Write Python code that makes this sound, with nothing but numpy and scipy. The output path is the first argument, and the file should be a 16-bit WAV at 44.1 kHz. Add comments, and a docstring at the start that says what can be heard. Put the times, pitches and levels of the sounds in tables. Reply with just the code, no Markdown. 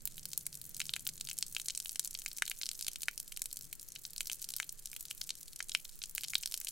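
"""Fuel spilling on wet pavement

Fuel overflows from a car's filler neck at a filling station at night. The stream breaks into blobs:
each lands with a sharp slap and throws fine spray, and many trap a bubble that rings briefly.
Small drops patter between them as the spill swells and ebbs. The pavement, the car and the canopy
reflect a little of the sound, and distant traffic rumbles."""
import sys
import numpy as np
from scipy import signal
from scipy.fft import rfft, irfft
from scipy.io import wavfile

SR = 44100
rng = np.random.default_rng(int(sys.argv[2]) if len(sys.argv) > 2 else 0)


def wrap_up_sound(samples):
    """Save the sound to the file named by the first command line argument, as 16-bit audio."""
    columns = np.atleast_2d(samples).T
    # keep every value between -1 and 1, then stretch to whole-number steps
    tamed = np.clip(columns, -1, 1)
    steps = np.round(tamed * 32767).astype(np.int16)
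    wavfile.write(sys.argv[1], SR, steps)


N = 295911
GRAIN_SAMPLES = 1024   # length of one slap or bubble


def from_db(db):
    """Turn decibels into a number to multiply a sound by."""
    return 10 ** (np.asarray(db) / 20)


def rms_one(x):
    """Scale a sound so its average strength (rms) is 1."""
    return x / np.sqrt(np.mean(x ** 2) + 1e-20)


def peak_one(x):
    """Scale a sound so its biggest peak is 1."""
    return x / np.abs(x).max()


def in_time(rows):
    """Join (time, value) points with straight lines, giving a value for every sample."""
    return np.interp(np.arange(N) / SR, *np.transpose(rows))


def at_hz(points, hz):
    """Read between (frequency, value) points, with octaves evenly spaced."""
    known_hz, values = np.transpose(points)
    return np.interp(np.log(hz), np.log(known_hz), values)


def butter(x, hz, kind, order=2):
    """Filter a sound, keeping its "low" part, its "high" part or a "band"."""
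    sections = signal.butter(order, np.clip(hz, 10, .43 * SR), kind, fs=SR, output="sos")
    return signal.sosfilt(sections, x)


def add(track, time_s, sound):
    """Mix a stereo sound into the track at the given time."""
    start = int(np.clip(round(time_s * SR), 0, N - 1))
    track[:, start:start + sound.shape[-1]] += sound[..., :N - start]


def delayed(sound, delay_s):
    """Start a short sound later, keeping its length."""
    return np.pad(sound, (int(delay_s * SR), 0))[:len(sound)]


# How alike the background is in both ears: (frequency [Hz], likeness [0 to 1])
EAR_LIKENESS = [(25, 0.21), (60, 0.83), (140, 0.94), (280, 0.45), (600, 0.67), (2000, 0.62), (6000, 0.11),
                (13000, 0.16)]

def stereo_noise(tone):
    """Steady noise shaped by (frequency, level) points, partly alike left and right."""
    hz = np.maximum(np.arange(N // 2 + 1) * SR / N, 1)
    edge_fade = 1 / (1 + (tone[0][0] / hz) ** 4) / (1 + (hz / tone[-1][0]) ** 8)
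    alike = at_hz(EAR_LIKENESS, hz)
    mid, side = rfft(rng.standard_normal((2, N)))
    pair = np.sqrt(1 + alike) * mid + np.sqrt(1 - alike) * side * [[1], [-1]]
    return rms_one(irfft(pair * edge_fade * from_db(at_hz(tone, hz)), N))


# Tone of the open air: (frequency [Hz], relative level [dB])
AIR_TONE = [(60, -11), (250, 1.5), (400, 0), (800, -9.5), (1400, -12.5), (2500, -8)]

def open_air(murmur_db=-75, flutter_db=-57):
    """The air murmurs steadily, with a very deep flutter at the microphone."""
    murmur = from_db(murmur_db) * stereo_noise(AIR_TONE)
    flutter_tone = [(7, -1), (8.5, -25), (11, 3), (16, -8), (22, -22), (30, -19.5), (50, -40)]
    return murmur + from_db(flutter_db) * stereo_noise(flutter_tone)


# How loud the traffic is: (time [s], level [dB])
TRAFFIC_LEVEL = [(0.05, -64.5), (1.1, -63), (1.9, -72.5), (3.56, -73.5), (3.67, -62), (3.7, -70),
                 (5.99, -73.5), (6.36, -68), (6.43, -76), (6.71, -74.5)]
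# Tone of its rumble: (frequency [Hz], relative level [dB])
TRAFFIC_TONE = [(48, -1), (62, -5), (80, -7), (115, -4), (155, -0.5), (190, -9.5), (240, -14.5),
                (400, -21.5), (700, -27)]

def traffic():
    """Faraway engines make a low rumble that rises and falls."""
    return from_db(in_time(TRAFFIC_LEVEL)) * stereo_noise(TRAFFIC_TONE)


# How strong the spill is; mist, droplets and drops follow it: (time [s], level [dB])
SPILL_LEVEL = [(0.0, -62), (0.73, -49), (1.16, -54.5), (1.92, -49), (2.07, -47.5), (2.34, -51), (2.69, -50),
               (3.05, -58), (3.62, -56.5), (3.79, -56), (4.04, -58.5), (4.26, -46), (4.45, -47.5),
               (4.82, -57.5), (5.14, -49.5), (5.4, -59), (5.94, -56.5), (6.71, -44.5)]

def spill_db(swing):
    """The spill's level at every sample; swing 1 keeps all its ups and downs, 0 flattens them."""
    db = in_time(SPILL_LEVEL)
    return db.mean() + swing * (db - db.mean())


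# Tone of the finest spray: (frequency [Hz], relative level [dB])
MIST_TONE = [(1200, -9), (2500, -9), (4000, -5.5), (7500, 5), (10000, 3), (13000, 1), (17000, -25)]

def mist(average_db=-61):
    """The finest spray blurs into a hiss that swells gently with the spill."""
    swell_db = spill_db(swing=0.32)
    return from_db(average_db + swell_db - swell_db.mean()) * stereo_noise(MIST_TONE)


def slap(hz, width_ratio=1.443):
    """Liquid hits the wet ground with one pulse of pressure, higher in pitch for a smaller blob."""
    click = signal.unit_impulse(GRAIN_SAMPLES)
    return peak_one(butter(click, [hz / width_ratio, hz * width_ratio], "band"))


def bubble(hz, fade_cycles=0.55, rise=0.012):
    """Air trapped in shallow liquid rings for only a few cycles, rising in pitch."""
    cycles = np.arange(GRAIN_SAMPLES) / SR * hz
    envelope = cycles * np.exp(-cycles / fade_cycles)
    flow = envelope * np.sin(2 * np.pi * cycles * (1 + rise * cycles))
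    return peak_one(np.diff(flow, prepend=0))   # we hear the change in flow


def scatter(sound, scatter_db, early_s=0.0028, late_s=0.0034, late_db=-10, side_share=0.41):
    """The splash and nearby surfaces trail a sound with a few milliseconds of tiny echoes."""
    t = np.arange(GRAIN_SAMPLES) / SR
    mid, side = rng.standard_normal((2, GRAIN_SAMPLES))
    noise = mid + side_share * side * [[1], [-1]]
    power = np.exp(-2 * t / early_s) / early_s
    power += from_db(late_db) ** 2 * np.exp(-2 * t / late_s) / late_s
    paths = from_db(scatter_db) * np.sqrt(power / power.sum()) * noise
    paths[:, 0] = 1   # the sound that comes straight to the ear
    return signal.fftconvolve(paths, sound[None], axes=1)


def landing(slap_db, slap_hz, bubble_db, bubble_hz):
    """A blob slaps down with a faint thud; its hollow closes and a bubble rings, then a smaller one."""
    thud = from_db(-37) * slap(hz=1100, width_ratio=2.56)
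    scatter_db = 1 - 0.3761 * (slap_db + 20)   # harder slaps are cleaner; -20 dB is a middling one
    hit = from_db(slap_db) * scatter(slap(slap_hz) + thud, scatter_db)
    hollow = from_db(-22) * slap(0.67 * bubble_hz, width_ratio=2.32)   # wider than the bubble, so lower
    ring = delayed(bubble(bubble_hz) + hollow, delay_s=0.0003)
    small_ring = from_db(-10) * delayed(bubble(1.84 * bubble_hz), delay_s=0.001458)
    return hit + from_db(bubble_db) * scatter(ring + small_ring, scatter_db=-8)


def droplets(per_s=150, above_spill_db=8.5, size_db=4.5, low_hz=6200, high_hz=13500, tries=3000):
    """Tiny droplets thrown up by the splashes tick at random, harder when the spill is strong."""
    out = np.zeros((2, N))
    softest_db = spill_db(swing=0.47) + above_spill_db
    for when, chance, size, pitch in rng.random((tries, 4)):
        if chance < per_s * N / SR / tries:
            start = int(when * N)
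            db = softest_db[start] + size_db * min(-np.log(size), 2.5)   # most are soft, a few loud
            tick = slap(low_hz * (high_hz / low_hz) ** pitch)
            add(out, start / SR, from_db(db) * scatter(tick, scatter_db=2.5))
    return out


def drops(per_s=28, above_spill_db=22, slap_range_db=7, bubble_range_db=12):
    """The stream sheds small drops at an uneven pace; they land louder as the spill swells."""
    out = np.zeros((2, N))
    typical_db = spill_db(swing=1) + above_spill_db
    for k, (late, size, pitch, bubble_strength, bubble_pitch) in enumerate(rng.random((400, 5))):
        time_s = (k + 2 * late) / per_s
        if time_s * SR < N:
            slap_db = typical_db[int(time_s * SR)] + slap_range_db * (size - .5)
            slap_hz = 7200 * (12500 / 7200) ** pitch
            bubble_db = slap_db - 3 + bubble_range_db * (bubble_strength - .5)
            bubble_hz = 4000 * (9000 / 4000) ** bubble_pitch
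            add(out, time_s, landing(slap_db, slap_hz, bubble_db, bubble_hz))
    return butter(out, 2200, "high", order=1)   # too light to push much low sound


# Each big blob landing:
# (time [s], slap level [dB], slap pitch [Hz], bubble level [dB], bubble pitch [Hz])
BLOB_LANDINGS = [(0.0545, -9, 13100, -58, 4860), (0.0746, -15, 11100.0, -30, 3350),
                 (0.1803, -28, 10700, -34.5, 3100), (0.2549, -18.5, 9400, -24.5, 4660),
                 (0.3328, -19.5, 6950, -28, 3880), (0.3769, -8, 10200, -47, 4800.0),
                 (0.4663, -13, 9200, -39.5, 2200), (0.8029, -15.5, 6900.0, -24, 2360),
                 (0.8158, -19.5, 5850, -24.5, 2620.0), (0.8933, -27.5, 5400, -24.5, 3270),
                 (0.9375, -26, 8000, -19, 3550.0), (0.9636, -20, 8150, -25, 2220),
                 (1.0674, -22, 6960, -20.5, 3680.0), (1.074, -12, 12100, -44, 4500),
                 (1.09, -20.5, 5700, -39, 2210), (1.2102, -17, 7000, -26.5, 3900),
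                 (1.2878, -24, 8100.0, -30, 2850), (1.2971, -23.5, 6200, -35, 3500),
                 (1.313, -21.5, 6760, -31.5, 2600), (1.3871, -15, 8800.0, -34, 4800.0),
                 (1.4261, -13, 6600, -18.5, 3930), (1.5489, -20, 7600, -28, 4470),
                 (1.5655, -21, 6900.0, -19, 2800), (1.5985, -21.5, 8100.0, -25.5, 3530),
                 (1.6844, -11.5, 6400.0, -41, 1930.0), (1.6989, -26, 5450, -32, 2530),
                 (1.7052, -20, 6000, -36, 4200), (1.75, -21, 6600, -32, 4800.0),
                 (1.7758, -16.5, 6900.0, -41, 3030), (1.8012, -15.5, 7500.0, -24.5, 4570),
                 (1.858, -24.5, 7900, -28.5, 2970), (1.8935, -16, 6800, -31, 4840),
                 (1.9579, -19, 7500.0, -31.5, 2570), (1.9952, -4.5, 7340, -39.5, 1900),
                 (2.0477, -16, 8200, -51, 4970), (2.056, -28, 9500, -29.5, 4340),
                 (2.1499, -21, 5200, -28, 3230), (2.2188, -27, 7500, -34, 3600),
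                 (2.2612, -17.0, 6700, -28, 2200), (2.315, -38, 6660, -28.5, 4450),
                 (2.3842, -18, 7600, -42, 2160), (2.422, -11.5, 7300, -17, 1820),
                 (2.4787, -19.5, 8100.0, -26.5, 3240), (2.498, -15, 9450, -46, 3820.0),
                 (2.5145, -23, 6400.0, -25, 2500), (2.6145, -21, 5900.0, -34, 2270),
                 (2.633, -31, 5500.0, -21.5, 3820.0), (2.69, -14, 6330, -26, 3670),
                 (2.7145, -24, 8800.0, -24.5, 4400), (2.81, -21.5, 8800.0, -28, 4130.0),
                 (2.8255, -16.5, 6960, -46, 4000), (2.8463, -25, 7100, -33, 4600),
                 (2.8666, -19, 7600, -28, 3530), (2.8824, -12.5, 8800.0, -23.5, 3140),
                 (2.9585, -20, 7050, -29, 3200), (3.0196, -19.5, 8800.0, -58, 4800.0),
                 (3.0325, -16.5, 8260, -26, 3570), (3.0834, -16.5, 7100, -17.5, 1970),
                 (3.1779, -16.5, 7400, -37, 4860), (3.2005, -17.5, 9250, -27, 4900),
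                 (3.3219, -24, 7450, -33.5, 2840), (3.3727, -20.5, 8800.0, -34.5, 2820.0),
                 (3.4188, -11, 8300, -39.5, 2270), (3.4577, -18, 8800.0, -32, 3270),
                 (3.5283, -19.5, 8800.0, -49, 4800.0), (3.5702, -21.5, 8800.0, -30.5, 4800.0),
                 (3.7284, -18, 9600, -36, 2470), (3.9601, -29.5, 4860, -34, 3060),
                 (4.0518, -29, 6100, -22.5, 4800.0), (4.1801, -18.5, 6900.0, -45, 3050.0),
                 (4.207, -14.5, 8150, -22, 2670), (4.2571, -35, 8800, -29, 5200),
                 (4.2979, -22, 7460, -24, 2840), (4.316, -18.5, 6800, -36, 2740),
                 (4.4256, -21.5, 7650, -42, 4800.0), (4.489, -22.5, 8800.0, -26, 4850),
                 (4.504, -25, 8800.0, -34, 3820.0), (4.5379, -21, 7500.0, -28.5, 3820.0),
                 (4.5645, -13.5, 10300.0, -30, 4870), (4.6002, -15.0, 7100, -22.5, 1860.0),
                 (4.629, -29, 7700, -28.5, 2950), (4.6928, -20.5, 7400, -43, 4230),
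                 (4.8575, -19, 8100.0, -31, 5000), (4.931, -48, 7100, -38, 2270),
                 (4.964, -21.5, 8800.0, -32.5, 2900), (5.0086, -19.5, 9500.0, -56, 4860),
                 (5.1104, -23, 8400, -27.5, 2780), (5.2146, -45, 8000, -16, 4920),
                 (5.2922, -20.5, 6800, -31, 3430), (5.305, -22.5, 5750, -24, 3700),
                 (5.5609, -23.5, 7500, -42, 4400), (5.6043, -25, 5230, -26, 1910),
                 (5.6266, -20, 7500.0, -42, 4750), (5.6949, -19, 7000, -34, 3430),
                 (5.718, -23.5, 5000, -49, 3300), (5.7496, -12, 6600, -12.5, 2570),
                 (5.8521, -31.5, 6600, -31.5, 3860), (6.018, -29, 4580, -35, 2700),
                 (6.0379, -19.5, 6600, -27.5, 3550), (6.1507, -12, 12800, -33, 4800.0),
                 (6.18, -17.5, 7760, -25, 2300), (6.2349, -20.5, 8100.0, -30, 2900),
                 (6.2467, -27, 5370, -28.5, 3260), (6.2835, -20.0, 7000, -32, 4100),
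                 (6.3347, -28, 6070, -27, 2070), (6.3443, -22, 9700, -38, 4200),
                 (6.3538, -14, 7000, -11.5, 3600), (6.4342, -20, 5450, -29.5, 2950),
                 (6.4588, -17, 8000, -16.5, 4860), (6.522, -21, 9500.0, -24, 4840),
                 (6.5413, -11, 7040, -19, 4130.0), (6.565, -35, 7300, -44, 5500),
                 (6.6136, -23.0, 8100.0, -40.5, 2300), (6.671, -24.5, 6700, -30, 2900)]

def blobs(slap_trim_db=-0.8, bubble_trim_db=-0.62):
    """The stream breaks into big blobs that hit the pavement one by one."""
    out = np.zeros((2, N))
    for time_s, slap_db, slap_hz, bubble_db, bubble_hz in BLOB_LANDINGS:
        add(out, time_s, landing(slap_db + slap_trim_db, slap_hz, bubble_db + bubble_trim_db, bubble_hz))
    return out


def ground_bounce(sound, delay_s=0.001266, bounce_db=-8, dull_hz=2800, lean_left=0.23):
    """The pavement throws back a close, dull copy, and the lower notes lean to the left."""
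    dull = butter(sound, dull_hz, "low", order=1)
    out = sound + lean_left * dull * [[1], [-1]]
    add(out, delay_s, from_db(bounce_db) * dull)
    return out


# Echoes from the car, the pump and the canopy: (delay [s], level [dB])
HARD_ECHOES = [(0.01, -25), (.0175, -40), (.0228, -34), (.0478, -31)]

def station_echoes(sound, tail_db=-22, fade_s=0.14, gap_s=0.008):
    """Hard surfaces return a few echoes, and a faint, thin tail dies away under the canopy."""
    echoes = np.zeros((2, N))
    for delay_s, db in HARD_ECHOES:
        add(echoes, delay_s, from_db(db) * sound)
    t = np.arange(SR // 2) / SR
    noise = butter(rng.standard_normal((2, len(t))), 11000, "low", order=1)
    tail = rms_one(noise * from_db(-60 * t / fade_s) * (t > gap_s)) / np.sqrt(len(t))
    echoes += from_db(tail_db) * signal.fftconvolve(sound, tail, axes=1)[:, :N]
    return butter(echoes, 2300, "high")


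def scene():
    """Fuel splashes on the pavement, over the quiet sounds of the night."""
    liquid = blobs() + drops() + droplets() + 1e-18   # the tiny offset keeps the filters fast
    splash = ground_bounce(butter(liquid, 150, "high"))
    return splash + station_echoes(splash) + mist() + traffic() + open_air()


# Peaks and dips from the sound's path and the microphone: (frequency [Hz], width [Hz], gain [dB])
MIC_TONE = [(1420, 710, 4), (1930, 1200, -0.5), (2605, 75, 5.5), (3300, 240, 2.5), (4220, 216, 5.5),
            (4900, 1930, -2), (6170, 4500, -2), (8800, 1400, -3), (10060, 1530, 1.5), (10890, 1870, -4.5),
            (12600, 1000, -2)]

def record(dry, cutoff_hz=16100):
    """Small peaks and dips colour the sound, then the highest treble is cut."""
    for hz, width_hz, db in MIC_TONE:
        band = signal.lfilter(*signal.iirpeak(hz, hz / width_hz, fs=SR), dry)
        dry = dry + (from_db(db) - 1) * band
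    return signal.sosfilt(signal.ellip(10, .2, 70, cutoff_hz, fs=SR, output="sos"), dry)


dry = scene()
out = record(dry)
wrap_up_sound(out)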